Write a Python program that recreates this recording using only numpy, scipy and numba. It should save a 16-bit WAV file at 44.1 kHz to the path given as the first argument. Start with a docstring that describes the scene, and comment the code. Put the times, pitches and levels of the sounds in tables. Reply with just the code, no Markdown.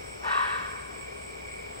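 """A fox gives one hoarse bark far off at night: uneven vocal-fold pulses and breath excite its throat
resonances, and trees and houses scatter the sound into a long, dull tail. Crickets trill and two
katydids rasp, each at its own pace, their wing strokes driving narrow resonances, over the low murmur
and hum of a town. Two close microphone ports hear the middle range almost in opposite phase."""
import sys
import numpy as np
from scipy import signal
from scipy.fft import rfft, irfft
from scipy.io import wavfile
from scipy.ndimage import uniform_filter1d
from numba import njit

SR = 44100
rng = np.random.default_rng(int(sys.argv[2]) if len(sys.argv) > 2 else 0)


def materialize(psi):
    """Save the field psi as 16-bit PCM at rate SR to the path in sys.argv[1].

    A 1-D psi becomes a single channel; in a 2-D psi each row is a channel.
    """
    bounded = np.clip(np.atleast_2d(psi).T, -1, 1)
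    quanta = np.round(bounded * 32767).astype(np.int16)
    wavfile.write(sys.argv[1], SR, quanta)


N = 79380
TIME_S, BIN_HZ = np.arange(N) / SR, np.arange(N // 2 + 1) * SR / N

# Spectrum of the town's murmur: frequency_hz, relative_density_db
MURMUR_SPECTRUM = [(22, -16), (33, -6), (45, -15), (70, 0.5), (120, -3.5), (200, -5.5), (290, -6.5),
                   (420, 4), (550, -0.5), (750, -1), (1100, -5.5), (1800, -11.5), (2900, -13.5),
                   (4200, -21.5), (5400, -18.5), (6000, -31), (7000, -25.5), (9000, -35.5), (10500, -27.5),
                   (12300, -37), (14300, -33.5), (15700, -25)]
# Loudness of the tree crickets: time_s, level_db
TREE_CRICKET_LEVEL = [(0, -50), (.2, -51.5), (.45, -44), (.7, -46.5), (.9, -49.5), (1.2, -47.5),
                      (1.4, -46.5), (1.62, -45.5), (1.8, -49.5)]
# Higher trills: pitch_hz, width_hz, pulse_rate_hz, depth_ratio, start_db, end_db
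HIGH_TRILLS = [(5533, 370, 35, 0.06, -57, -66), (7874, 780, 91, 0, -57, -56),
               (9210, 340, 70, 0.16, -67.5, -72), (12600, 330, 55, .3, -80, -86)]
# Chirps of the lower katydid: centre_s, length_s, level_db
LOW_KATYDID_CHIRPS = [(.11, 0.097, -53), (0.362, 0.1, -54.5), (0.538, 0.076, -52.5), (0.724, 0.09, -51),
                      (0.803, .07, -52.5), (1.002, .09, -50), (1.275, .11, -52), (1.514, 0.098, -52),
                      (1.78, 0.1, -51.5)]
# Envelope of the bark: time_s, relative_level_db
BARK_EFFORT = [(.205, -30), (.24, -4), (.27, 4.5), (.31, 2), (.355, 2), (.42, -2.5), (.47, -3), (.54, -6.5),
               (.6, -21)]
# Lowest throat resonance as the jaw moves: time_s, centre_hz
JAW_FORMANT = [(.23, 927.6), (.28, 1030), (.345, 1090), (.45, 1099), (.56, 1106)]
# Upper throat resonances: centre_hz, width_hz, open_mouth_gain_db
UPPER_FORMANTS = [(1484, 305, -1), (1740, 320, -1.5), (2290, 200, -21), (2640, 400, -12.5),
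                  (3205, 490, -20), (3865, 640, -20), (4870, 590, -33)]
# Scattered sound, near to far: rise_s, bass_t60_s, treble_loss_db_per_khz_per_s, gain_db
SCATTER_PATHS = [(.008, 0.29, 15.5, -6.5), (.05, 1.36, 2, -3), (.2, 2.23, -6.5, -24)]
# Likeness of the left and right channels: frequency_hz, coherence_ratio (capped at 1)
CHANNEL_COHERENCE = [(50, 1.36), (200, 0.6), (290, 0.74), (420, 0.8), (1100, 0.94), (2300, 0.56),
                     (3200, 0.46), (6000, 0.3), (8000, 0.9), (15000, 0.5)]
# Level difference of the channels: frequency_hz, left_minus_right_db
CHANNEL_BALANCE = [(60, 3), (400, 3.5), (1200, 3.5), (2300, -1.2), (4400, -1.5), (8000, -1.1), (15000, 1)]
# Phase difference for town and insects: frequency_hz, left_lead_rad
CHORUS_PHASE = [(60, 0.5), (210, -0.23), (290, 2), (380, 4), (1400, 2.5), (2250, 1.55), (3400, 3.5),
                (5500, -1.04), (8000, -1)]
# Phase difference for the fox: frequency_hz, left_lead_rad
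FOX_PHASE = [(400, 2.2), (750, 2.04), (1100, 2.2), (2000, 2.03), (3500, 1.48), (5500, .2)]


def undb(db):
    """Amplitude grows tenfold every 20 decibels."""
    return 10 ** (np.asarray(db) / 20)


def unit(x):
    """Normalisation to an rms of 1."""
    return x / np.sqrt(np.mean(x ** 2))


def curve(rows):
    """Linear interpolation of (time_s, value) points."""
    return np.interp(TIME_S, *np.array(rows).T)


def per_bin(rows):
    """Interpolation of (frequency_hz, value) points on a logarithmic frequency axis."""
    hz, value = np.array(rows).T
    return np.interp(np.log(BIN_HZ + 1), np.log(hz), value)


def wander(rate_hz):
    """Smoothed random steps give a fluctuation with a spread near 1."""
    hold = int(SR / rate_hz)
    steps = rng.standard_normal(2048)[np.arange(N) // hold]
    return 1.3 * uniform_filter1d(uniform_filter1d(steps, hold), hold)


def noise_band(hz, width_hz):
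    """Random excitation of a steep-sided resonance, as two independent signals."""
    detuning = 2 * np.abs(BIN_HZ - hz) / width_hz
    return unit(irfft(rfft(rng.standard_normal((2, N))) / np.sqrt(1 + detuning ** 5), N))


def throb(rate_hz, depth, jitter):
    """Amplitude modulation at an unsteady rate."""
    cycles = np.cumsum(rate_hz * (1 + jitter * wander(rate_hz))) / SR + rng.random()
    return unit(1 + depth * np.cos(2 * np.pi * cycles))


def town():
    """Superposition of a wavering broadband murmur, mains hum and a distant narrowband drone."""
    murmur = unit(irfft(rfft(rng.standard_normal((2, N))) * undb(per_bin(MURMUR_SPECTRUM)), N))
    murmur *= undb(-42 - 0.5 * wander(10))
    hum = undb(-55) * unit(np.sin(2 * np.pi * 60.2 * TIME_S))
    drone = undb(-60) * noise_band(hz=413.4, width_hz=5.3)
    return murmur + np.array([hum, np.zeros(N)]) + drone


def crickets():
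    """Many distant trills add incoherently into pulsing bands, the tree crickets lowest and loudest."""
    def trill(db, hz, width_hz, rate_hz, depth):
        return undb(db + wander(11.8)) * noise_band(hz, width_hz) * throb(rate_hz, depth, jitter=0.296)

    tree = trill(curve(TREE_CRICKET_LEVEL), hz=2284, width_hz=202, rate_hz=52, depth=0.23)
    return tree + sum(trill(np.linspace(start_db, end_db, N), *song)
                      for *song, start_db, end_db in HIGH_TRILLS)


def chirp(centre_s, length_s, hz, width_hz):
    """Stridulation: a swell of wing strokes drives a high resonance."""
    swell = np.exp(-np.abs((TIME_S - centre_s) / (length_s * np.sqrt(.5))) ** 3)
    return swell * noise_band(hz, width_hz) * throb(rate_hz=82, depth=0.3, jitter=0.285)


def katydids():
    """Two katydids stridulate at their own pace; the higher one keeps a strict period."""
    low = sum(undb(db) * chirp(centre_s, length_s, hz=8020, width_hz=440)
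              for centre_s, length_s, db in LOW_KATYDID_CHIRPS)
    high = sum(chirp(centre_s=0.088 + k * 0.371, length_s=0.081, hz=8500, width_hz=370) for k in range(5))
    return low + undb(-54.5) * high


@njit
def band_pass(x, hz, width_hz):
    """Two integrators in a loop form a damped resonator with a moving centre."""
    y, band_state, low_state = np.empty(len(x)), 0., 0.
    for i in range(len(x)):
        gain, damping = np.tan(np.pi * hz[i] / SR), width_hz / hz[i]
        band = (band_state + gain * (x[i] - low_state)) / (1 + gain * (gain + damping))
        band_state = 2 * band - band_state
        low_state += 2 * gain * band
        y[i] = damping * band
    return y


def formant(x, hz, width_hz):
    """Two resonators in cascade, each width_hz wide, give steep skirts."""
    hz, width_hz = hz * np.ones(N), float(width_hz)
    return band_pass(band_pass(x, hz, width_hz), hz, width_hz)


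def vocal_tract(airflow, rasp):
    """Throat and chest resonances filter the airflow; the treble comes in as the mouth opens."""
    opens_s, opening_time_s, closed_db_per_octave = 0.23, 0.087, -14
    closed = 1 - np.clip((TIME_S - opens_s) / opening_time_s, 0, 1)
    voice = undb(-0.5) * (1 - closed / 2) * formant(airflow, curve(JAW_FORMANT), width_hz=313)
    voice += undb(-14) * formant(airflow, hz=630, width_hz=310)  # chest
    voice += undb(-3) * closed * formant(rasp, hz=1120, width_hz=890)  # rasp of the still narrow mouth
    for k, (hz, width_hz, db) in enumerate(UPPER_FORMANTS, 1):
        muffling_db = closed * closed_db_per_octave * np.log2(hz / 1090)
        voice += undb(db + muffling_db) * formant(np.roll(airflow, 97 * k), hz, width_hz)
    return unit(voice)


def fox():
    """Source and filter: uneven fold pulses and rattling air ring the throat; a rough tone joins in."""
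    fold_hz, rasp_share = 369.6, 0.57
    cycles = np.cumsum(fold_hz * (1 + 0.13 * wander(fold_hz))) / SR
    pulses = unit(np.diff(np.floor(cycles), prepend=0))
    rasp = unit(rng.standard_normal(N) * np.exp(-(cycles % 1) / 0.32))  # a puff after each pulse
    rattle = throb(rate_hz=45.96, depth=0.58, jitter=0.207)
    airflow = (np.sqrt(1 - rasp_share) * pulses + np.sqrt(rasp_share) * rasp) * rattle
    cry_hz = curve(JAW_FORMANT) * (1 + 0.03 * wander(200))
    cry = unit(np.sin(2 * np.pi * np.cumsum(cry_hz) / SR)) * rattle
    cry *= np.exp(-.5 * ((TIME_S - 0.3815) / 0.035) ** 2)  # a brief swell in mid-bark
    barking = (TIME_S > BARK_EFFORT[0][0]) & (TIME_S < BARK_EFFORT[-1][0])
    effort = undb(curve(BARK_EFFORT)) * barking
    return vocal_tract(airflow, rasp) * effort + undb(0.5) * cry


def scattering(x):
    """Reverberation: trees and houses add diffuse tails and a lingering echo to the direct sound."""
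    def swell(t, rise_s, t60_s):
        return (1 - np.exp(-t / rise_s)) * np.exp(-np.log(1000) * t / t60_s)

    hz, delay_s, noise = signal.stft(rng.standard_normal((2, N)), SR, nperseg=256)
    echo_hz, echo_width_hz = 1093, 70  # the farthest echoes carry only the strongest band
    echo = unit(noise_band(echo_hz, echo_width_hz) * swell(TIME_S, rise_s=0.39, t60_s=4.06))
    response = undb(-8.5) * echo * np.sqrt(2 * echo_width_hz / SR)
    for rise_s, t60_s, treble_loss, db in SCATTER_PATHS:
        decay = swell(delay_s, rise_s, t60_s) * undb(-treble_loss * np.outer(hz / 1000, delay_s))
        response += undb(db) * unit(signal.istft(noise * decay, SR)[1][:, :N])
    tail = signal.fftconvolve(response / np.sqrt(N), x[None], axes=1)[:, :N]
    return tail + undb(1.5) * np.array([x, np.zeros(N)])


def stereo(pair, phase_table):
    """Partial coherence: left and right are a pair's sum and difference, offset in phase and level."""
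    common, opposed = rfft(pair)
    coherence = np.clip(per_bin(CHANNEL_COHERENCE), 0, 1)
    common *= np.sqrt((1 + coherence) / 2)
    opposed *= np.sqrt((1 - coherence) / 2)
    offset = np.exp(.5j * per_bin(phase_table)) * undb(per_bin(CHANNEL_BALANCE) / 2)
    return irfft(np.array([(common + opposed) * offset, (common - opposed) / offset]), N)


def scene():
    """Superposition of the scattered bark and the night chorus."""
    bark = undb(-30.5) * stereo(scattering(fox()), FOX_PHASE)
    return bark + stereo(katydids() + crickets() + town(), CHORUS_PHASE)


def record(dry):
    """Band limiting: a sharp low-pass filter removes the highest treble."""
    cutoff_hz = 15780
    return irfft(rfft(dry) * (BIN_HZ < cutoff_hz), N)


dry = scene()
out = record(dry)
materialize(out)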